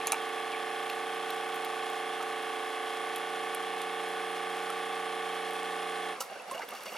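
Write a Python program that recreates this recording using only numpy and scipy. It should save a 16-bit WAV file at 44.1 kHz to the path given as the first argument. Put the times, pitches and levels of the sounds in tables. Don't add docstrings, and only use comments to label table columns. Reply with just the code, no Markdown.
import sys
import numpy as np
from scipy import signal
from scipy.fft import rfft, irfft, next_fast_len
from scipy.io import wavfile
from scipy.ndimage import uniform_filter1d, map_coordinates

SR = 44100
rng = np.random.default_rng(int(sys.argv[2]) if len(sys.argv) > 2 else 0)


def unload_audio(sound):
    columns = np.transpose(np.atleast_2d(sound))
    steps = np.round(np.clip(columns, -1, 1) * 32767)
    wavfile.write(sys.argv[1], SR, steps.astype(np.int16))


N = 307377
T = np.arange(N) / SR
SIZE = next_fast_len(N)
BINS = np.fft.rfftfreq(SIZE, 1 / SR)
STOP_S = 6.12


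def undb(db):
    return 10 ** (np.asarray(db) / 20)


def level(x, db):
    return x * undb(db) / np.sqrt(np.mean(x ** 2))


def over_time(table):
    return np.interp(T, *np.transpose(table))


def along(table):
    hz, value = np.transpose(table)
    return np.interp(np.log(BINS + 1), np.log(hz), value)


def colour(x, table):
    return irfft(rfft(x, SIZE) * undb(along(table)), SIZE)[..., :N]


def resonances(f, table):
    total = 0
    for hz, width, db in table:
        detuning = hz / width / 1.5 * (f / hz - hz / f)
        total = total + undb(db) / (1 + 1j * detuning) ** 2
    return total


def peaks(x, table):
    return irfft(rfft(x, SIZE) * resonances(BINS + 1, table), SIZE)[..., :N]


def walk(rate):
    hold = int(SR / rate)
    steps = np.repeat(rng.standard_normal(N // hold + 1), hold)
    return 0.97 * uniform_filter1d(uniform_filter1d(steps, hold), hold)[:N]


def add(out, s, grain):
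    i = int(s * SR)
    out[i:i + len(grain)] += grain[:N - i]


def ring(hz, t60, glide=0., rise_s=0.0003):
    t = np.arange(int(t60 * SR)) / SR
    sine = np.sin(2 * np.pi * hz * t * (1 + glide * t / t60))
    return sine * undb(-60 * t / t60) * np.minimum(t / rise_s, 1)


def burst(hz, width, t60):
    t = np.arange(int(t60 * SR)) / SR
    shape = undb(-60 * t / t60) * np.minimum(t / 0.0009, 1)
    band = signal.iirpeak(hz, hz / width, SR)
    puff = signal.lfilter(*band, rng.standard_normal(len(t)) * shape)
    puff = signal.lfilter(*band, puff)
    return puff / np.abs(puff).max()


# pitch in Hz, relative level in dB per Hz.
ROOM = [(25, -21), (60, -26), (100, -5), (200, -2.5), (600, 17.5), (2000, 11), (5000, 0.5), (10000, -5.5),
        (14000, -23), (16000, -34)]


def room():
    common, left, right = colour(rng.standard_normal((3, N)), ROOM)
    return level(common + 1.2 * np.array([left, right]), -49.5)


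# start in seconds, peak level in dB, centre pitch in Hz,
# level of the duller body in dB against the tick.
TICKS = [(.517, -41, 4000, 8), (0.898, -37, 12500, 6.5), (.9494, -46, 10700, -6), (1.303, -32, 12500, 4),
         (1.345, -42, 10200, -6), (1.5433, -38, 11000, -10), (1.557, -39, 12500, -10),
         (1.6472, -32, 11300, 0), (1.8994, -40, 10800, -6), (2.2257, -39, 6600, -1),
         (2.2265, -43, 10500, -6), (2.8394, -48, 10000, -6), (3.1596, -29, 10400, -3),
         (3.547, -28.5, 10300, -15), (3.816, -35.5, 10000, 2), (4.4994, -43, 10000, -4),
         (4.7007, -33.5, 10000, 0), (5.5337, -39, 10000, -6), (6.205, -29, 6850, -14),
         (6.211, -37, 6970, -9), (6.218, -43, 9000, -8), (6.511, -33, 8720, -7), (6.519, -35, 9710, -8),
         (6.5924, -40, 4600, -8), (6.6876, -36, 12900, -6), (6.7056, -40, 10600, -4),
         (6.7494, -46, 12000, 9), (6.8048, -47, 6290, 3), (6.8333, -41, 11500, -4), (6.854, -43, 6820, -4),
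         (6.96, -43, 10500, -6)]
# start in seconds, level in dB, starting pitch in Hz.
PLOPS = [(.38, -30, 2530), (.536, -28, 2300), (.548, -27, 2170), (.572, -35, 2500), (.898, -28, 2610),
         (1.303, -35, 3950), (2.204, -28, 1250), (2.205, -31, 884), (4.698, -28, 1300), (6.164, -37, 1150),
         (6.183, -36, 1120), (6.207, -32, 954), (6.224, -38, 1060), (6.206, -28.5, 2840),
         (6.213, -27, 1290), (6.24, -36, 790), (6.3, -33, 777), (6.312, -37, 636), (6.325, -34, 756),
         (6.345, -41, 700), (6.36, -35, 1500), (6.398, -35, 2590), (6.408, -39, 753), (6.42, -39, 720),
         (6.44, -43, 740), (6.465, -41, 760), (6.481, -33, 780), (6.494, -37, 700), (6.512, -26.5, 1030),
         (6.53, -32, 1060), (6.545, -32, 2770), (6.555, -30, 650), (6.562, -44, 2730), (6.578, -31, 2770),
         (6.58, -30.5, 690), (6.595, -38, 2300), (6.595, -32, 890), (6.606, -34, 1500), (6.618, -34, 817),
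         (6.619, -34, 1560), (6.62, -32.5, 2020), (6.633, -35, 463), (6.681, -46, 610), (6.72, -35, 1175),
         (6.722, -35, 740), (6.736, -34, 775), (6.748, -36, 1190), (6.685, -39, 3350), (6.862, -40, 3400),
         (6.862, -45, 764), (6.885, -38, 2400), (6.92, -37, 740), (6.925, -38, 2800), (6.94, -37, 2780),
         (6.949, -33, 1350), (6.955, -32, 854)]
TICK_T60_S, TICK_WIDTH_HZ = 0.025, 4600
PLOP_T60_S, PLOP_SHORTER = 0.066, 0.73


def drops():
    out = np.zeros(N)
    for s, db, hz, dull_db in TICKS:
        add(out, s, undb(db) * burst(hz, TICK_WIDTH_HZ, TICK_T60_S))
        add(out, s, undb(db + dull_db) * burst(3170, 2400, TICK_T60_S))
    for s, db, hz in PLOPS:
        t60 = PLOP_T60_S * (1000 / hz) ** PLOP_SHORTER
        add(out, s, undb(db) * ring(hz, t60, glide=0.08, rise_s=0.0019))
        add(out, s, undb(db - 13) * burst(hz, hz / 4, 1.4 * t60))
    for when, pitch, size in rng.random((120, 3)):
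        faint_tick = burst(4000 * 3.2 ** pitch, 3000, 0.0091)
        add(out, when * T[-1], undb(-51 + 12.6 * size ** 3) * faint_tick)
    return out


# start in seconds, level in dB, pitch factor, level of the lingering ring
# in dB against the snap.
SNAPS = [(.0705, -9.5, 1.03, -20), (.1203, -5.5, .98, -32)]
# pitch in Hz before the pitch factor, relative level in dB,
# seconds to fall 60 dB.
SNAP_MODES = [(4120, -6.5, 0.0087), (6250, -1, 0.0061), (8350, -18, 0.011), (9940, -0.5, .006),
              (10800, -2, 0.011), (13800, -10, .006)]
SNAP_RING_HZ, SNAP_RING_T60_S, SNAP_TAIL_DB = 6600, .07, -19


def snaps():
    out = np.zeros(N)
    for s, db, pitch, ring_db in SNAPS:
        for hz, mode_db, t60 in SNAP_MODES:
            add(out, s, undb(db + mode_db - 6) * ring(hz * pitch, t60, rise_s=.0007))
        add(out, s, undb(db + ring_db) * burst(SNAP_RING_HZ, 500, SNAP_RING_T60_S))
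        add(out, s, undb(db + SNAP_TAIL_DB) * burst(7600, 9700, 0.097))
    return out


# start in seconds, level in dB, lift in dB of the modes above 2 kHz.
KNOCKS = [(.013, -38, 11.5), (.0705, -33, 3), (.077, -36, 14), (.1208, -28, 10), (.1283, -30.5, 9),
          (.131, -22.5, -12), (0.1422, -29, 6)]
# pitch in Hz, relative level in dB, seconds to fall 60 dB.
KNOCK_MODES = [(790, -6, 0.034), (870, 3.5, 0.043), (1160, -1, .03), (1275, 1, 0.03), (2270, -5, 0.02),
               (2380, -5, 0.029), (2690, -4.5, 0.024), (3950, -11.5, .02)]


def knocks():
    out = np.zeros(N)
    for s, db, bright_db in KNOCKS:
        for hz, mode_db, t60 in KNOCK_MODES:
            mode_level = db + mode_db + bright_db * (hz > 2000) + rng.standard_normal()
            add(out, s, undb(mode_level) * ring(hz, t60, rise_s=.0015))
    return out


# start in seconds, gurgle level in dB, hiss level in dB against the gurgle.
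SPUTTER = [(6.15, -41, -22), (6.204, -32.5, 0.5), (6.235, -45, -12), (6.297, -40, -24), (6.35, -44, -23),
           (6.397, -46.5, -15), (6.475, -39.5, -19), (6.51, -38.5, -12), (6.545, -40.5, -16),
           (6.59, -44, -15), (6.615, -33, -24), (6.68, -40, -15), (6.718, -42, -13), (6.75, -46, -11),
           (6.805, -45.5, -5.5), (6.855, -40.5, -10), (6.917, -40.5, -21), (6.945, -44, -15)]
# pitch in Hz, width in Hz, relative level in dB.
SPOUT = [(211, 51, -7), (448, 130, -7), (740, 320, -8), (1165, 300, -8), (1500, 360, -15)]
# pitch in Hz, width in Hz, relative level in dB.
MUG = [(2220, 230, 4), (2770, 260, 5), (3230, 270, -2.5), (4550, 200, -2.5), (5600, 370, -7)]
SPURT_T60_S, HARD_DB, HALVING_DB = 0.63, -39, 2.5
SPRAY_DB, SPRAY_DB_PER_S = -10.5, 6.5
DROPLETS_PER_S = 500


def spurts():
    power = np.zeros((3, N))
    for s, db, hiss_db in SPUTTER:
        t60 = SPURT_T60_S * .5 ** max((db - HARD_DB) / HALVING_DB, 0)
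        spray_db = SPRAY_DB + SPRAY_DB_PER_S * (s - STOP_S)
        t = np.arange(int(t60 * SR)) / SR
        for layer, gain in zip(power, undb([db, db + spray_db, db + hiss_db])):
            add(layer, s, (gain * undb(-60 * t / t60)) ** 2 * np.minimum(t / 0.0033, 1))
    return np.sqrt(power)


def sputter():
    start = SPUTTER[0][0]
    bubbles = np.zeros(N)
    for when, pitch, size in rng.random((400, 3)):
        hz = 480 * 3.5 ** pitch ** 1.5
        bubble = undb(6.9 * size) * ring(hz, 32 / hz, glide=0.07)
        add(bubbles, start + when * (T[-1] - start), bubble)
    bubbles = bubbles / bubbles[T > start].std() * undb(-2.5)
    froth = rng.standard_normal((3, N)) * undb([1.1 * walk(60), 3 * walk(90), 3.9 * walk(150)])
    froth[:2] *= .16 + (rng.random((2, N)) < DROPLETS_PER_S / SR)
    gurgle = level(peaks(froth[0], SPOUT), -7) + bubbles
    spray = level(peaks(froth[1], MUG), 0)
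    hiss = level(peaks(froth[2], [(5800, 3900, 8.6), (10000, 5300, 2.8)]), 0)
    return np.sum(spurts() * [gurgle, spray, hiss], axis=0)


def flare(turn, shares, depth, length):
    return 1 + depth * sum(np.exp(-((turn - share) % 1) / length) for share in shares)


# pitch in Hz, relative level in dB per Hz.
RATTLE = [(150, -31), (300, -6.5), (440, -14), (600, -11), (860, 4), (1010, -10), (1150, 0.5), (1290, -3),
          (1960, -14), (2400, -7), (3400, -6.5), (4550, -12.5), (7500, -18), (10000, -17.5), (11500, -20.5),
          (14000, -25.5), (16000, -56)]
# pitch in Hz, width in Hz, relative level in dB.
CASING = [(1500, 80, 0.5), (1730, 147, -3), (2172, 170, 0.5), (2590, 94, -1.5), (2846, 300, -7.5),
          (3253, 86, -1), (3390, 167, -4.5), (3657, 62, -8), (4200, 28, -8.5), (4400, 35, -41),
          (4860, 90, -36), (5110, 190, -14.5), (6630, 290, -40), (8150, 190, -19.5), (8980, 440, -19.5),
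          (9830, 300, -14), (10800, 280, -18)]


def rattle(turn):
    flutter = undb(0.43 * walk(25.06) + 1.8 * walk(200))
    loose = rng.standard_normal((2, N)) * flare(turn, (.03, .74), depth=1.0, length=0.031) * flutter
    casing = rng.standard_normal((2, N)) * flare(turn, (.39, .89), depth=0.75, length=0.056)
    return level(colour(loose, RATTLE), -48) + level(peaks(casing, CASING), -46)


# time in seconds, level in dB.
NARROW = [(0, -78), (3, -79), (4.2, -64.5), (6.1, -63)]


def narrow_hiss():
    return level(peaks(rng.standard_normal(N), [(9100, 540, 0)]), 0) * undb(over_time(NARROW))


WHINE_HZ, WHINE_DB, WHINE_IDLE_DB, WHINE_FALL_S = 10016, -64.5, -69, .06


def whine(turn, off):
    whine_db = WHINE_IDLE_DB + (WHINE_DB - WHINE_IDLE_DB) * np.exp(-off / WHINE_FALL_S)
    strokes = 1 + .5 * np.cos(2 * np.pi * 3 * turn)
    tone = np.sqrt(2) * np.sin(2 * np.pi * WHINE_HZ * T)
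    return tone * strokes * undb(.4 * walk(3)) * undb(whine_db)


def smooth(x, size, axis):
    return uniform_filter1d(x.real, size=size, axis=axis) + 1j * uniform_filter1d(x.imag, size=size, axis=axis)


ORDER_DB = [-118, -111, -87, -92, -96, -63, -74, -78, -60, -60, -73, -51, -61, -54, -44, -63, -69, -57, -58,
            -56, -78, -59, -69, -51, -46, -47, -48, -56, -56, -65, -72, -67, -69, -64, -67, -52, -52, -47,
            -53, -54, -60, -58, -70, -63, -71, -89, -63, -68, -58, -60, -59, -58, -63, -75, -65, -55, -59,
            -61, -53, -61, -56, -60, -65]
UPPER_ORDER_DB = [-61, -65, -66, -66, -62, -62, -63, -64, -63, -66, -65, -65, -65, -75, -66, -72, -71, -70,
                  -69, -77, -67, -67, -64, -63, -77, -77, -62, -73, -63, -69, -58, -79, -66, -66, -66, -78,
                  -65, -76, -69, -71, -63, -66, -59, -66, -64, -66, -71, -77, -59, -68, -60, -66, -69, -78,
                  -80, -81, -72, -71, -75, -79, -80, -78, -79, -77, -84, -85, -84, -84, -82, -78, -74, -80,
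                  -76, -75, -68, -74, -77, -82, -84, -85, -84, -80, -79, -84, -87, -88, -85]
# highest order of the range,
# moment as a share of the turn, relative strength in dB.
BLOW = [(22, .258, -2), (22, .648, -1), (22, .819, 0), (33, .131, 0), (33, .417, -1), (45, .136, 0),
        (45, .916, -1), (54, .151, -5), (54, .523, 0), (54, .862, -3), (68, .397, 0), (68, .528, -6),
        (68, .908, -1), (83, .408, -1), (83, .51, -5), (83, .919, 0), (100, .115, -6), (100, .4, -1),
        (100, .895, 0), (128, .22, -3), (128, .377, -3), (128, .893, 0), (150, .009, 0), (150, .768, -2),
        (150, .824, 0)]
# time in seconds, change in dB.
SIXTH = [(0, 0), (.3, -4.5), (1.3, -1), (2.4, -3), (2.8, -10.5), (3.1, -1.5), (3.3, -0.5), (4.5, 2.5),
         (6.2, 2.5)]


def hum(turn, drift, jitter, jitter_slope):
    size, turns = 2048, int(turn[-1]) + 2
    last, share, blow_db = np.transpose(BLOW)
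    k = np.arange(1, int(last[-1]) + 1)
    gain = undb(ORDER_DB + UPPER_ORDER_DB)
    own = last[np.searchsorted(last, k)][:, None] == last
    phase = np.angle((own * np.exp(-2j * np.pi * np.outer(k, share))) @ undb(blow_db))
    middle_blow = (own @ np.arange(len(last))) // own.sum(1)
    phase += 2.4 * middle_blow
    slow, quick = (rng.standard_normal((turns, len(k), 2)) @ [1, 1j] for _ in range(2))
    slow = smooth(slow, 25, axis=0)
    quick = np.sqrt(5) * smooth(quick, 5, axis=1)
    change = 1 + drift * (1 + k / 40) * slow + (jitter + jitter_slope * k / 100) * quick
    turn_s = np.interp(np.arange(turns), turn, T)
    change[:, 5] *= undb(np.interp(turn_s, *np.transpose(SIXTH)))
    spectra = np.zeros((turns, size // 2 + 1), complex)
    spectra[:, k] = change * gain * np.exp(1j * phase) * size / np.sqrt(2)
    waves = irfft(spectra, size, axis=1)
    waves = np.hstack([waves, waves[:, :1]])
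    return map_coordinates(waves, [turn, turn % 1 * size], order=1)


# time in seconds, speed in turns per minute.
SHAFT = [(0, 1803), (.45, 1800), (.65, 1795), (.9, 1805), (1.5, 1806), (1.8, 1798), (2.1, 1799),
         (2.7, 1785), (3.0, 1794), (3.2, 1805), (3.6, 1803), (4.05, 1798), (4.45, 1805), (4.7, 1814),
         (5.25, 1804), (5.7, 1806), (6.05, 1793)]
# pitch in Hz, gain in dB.
UNALIKE_DB = [(60, -15), (250, -13), (2000, -12.5), (4000, -17), (9000, -6), (12000, -25)]
COAST_DB_PER_S, COAST_SAG_PER_S = 234, 1.2


def pump():
    off = np.maximum(T - STOP_S, 0)
    rpm = over_time(SHAFT) * np.exp(-COAST_SAG_PER_S * off)
    turn = np.cumsum(rpm) / 60 / SR
    run = undb(-COAST_DB_PER_S * off)
    shared, scattered = rattle(turn) * run
    tone = undb(.5) * hum(turn, drift=.15, jitter=.04, jitter_slope=.18) * run
    motor = tone + shared + narrow_hiss() * run + whine(turn, off)
    return motor, colour(scattered, UNALIKE_DB)


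# pitch in Hz, left minus right in dB.
PORTS_DB = [(60, -1.0), (110, -1.5), (200, -5.0), (380, -6.0), (700, -4.0), (1290, -2.5), (2380, -0.5),
            (4400, -1.0), (8120, -1.5), (15000, 0.0)]
# pitch in Hz, lead of the left in radians.
PORTS_RAD = [(300, 0.31), (1500, 0.2), (2600, 0.26), (4800, 0.41), (7700, 1), (10000, 0.42), (12000, 0.97)]


def microphone_ports(near):
    spectrum = rfft(near, SIZE)
    tilt = undb(along(PORTS_DB) / 2) * np.exp(.5j * along(PORTS_RAD))
    sides = np.array([spectrum * tilt, spectrum / tilt])
    return irfft(sides / np.abs(tilt + 1 / tilt) * 2, SIZE)[:, :N]


# pitch in Hz, gain in dB.
MIC = [(25, -32), (100, -18), (160, -9), (220, -4.5), (11000, 0), (14000, -1), (15800, -7)]


def scene():
    motor, scattered = pump()
    noises = colour(snaps() + knocks() + drops() + sputter(), MIC)
    return microphone_ports(motor + noises) + [scattered, -scattered] + room()


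TOP_HZ = 15800


def record(dry):
    return signal.sosfilt(signal.ellip(12, .2, 70, TOP_HZ, fs=SR, output="sos"), dry)


dry = scene()
out = record(dry)
unload_audio(out)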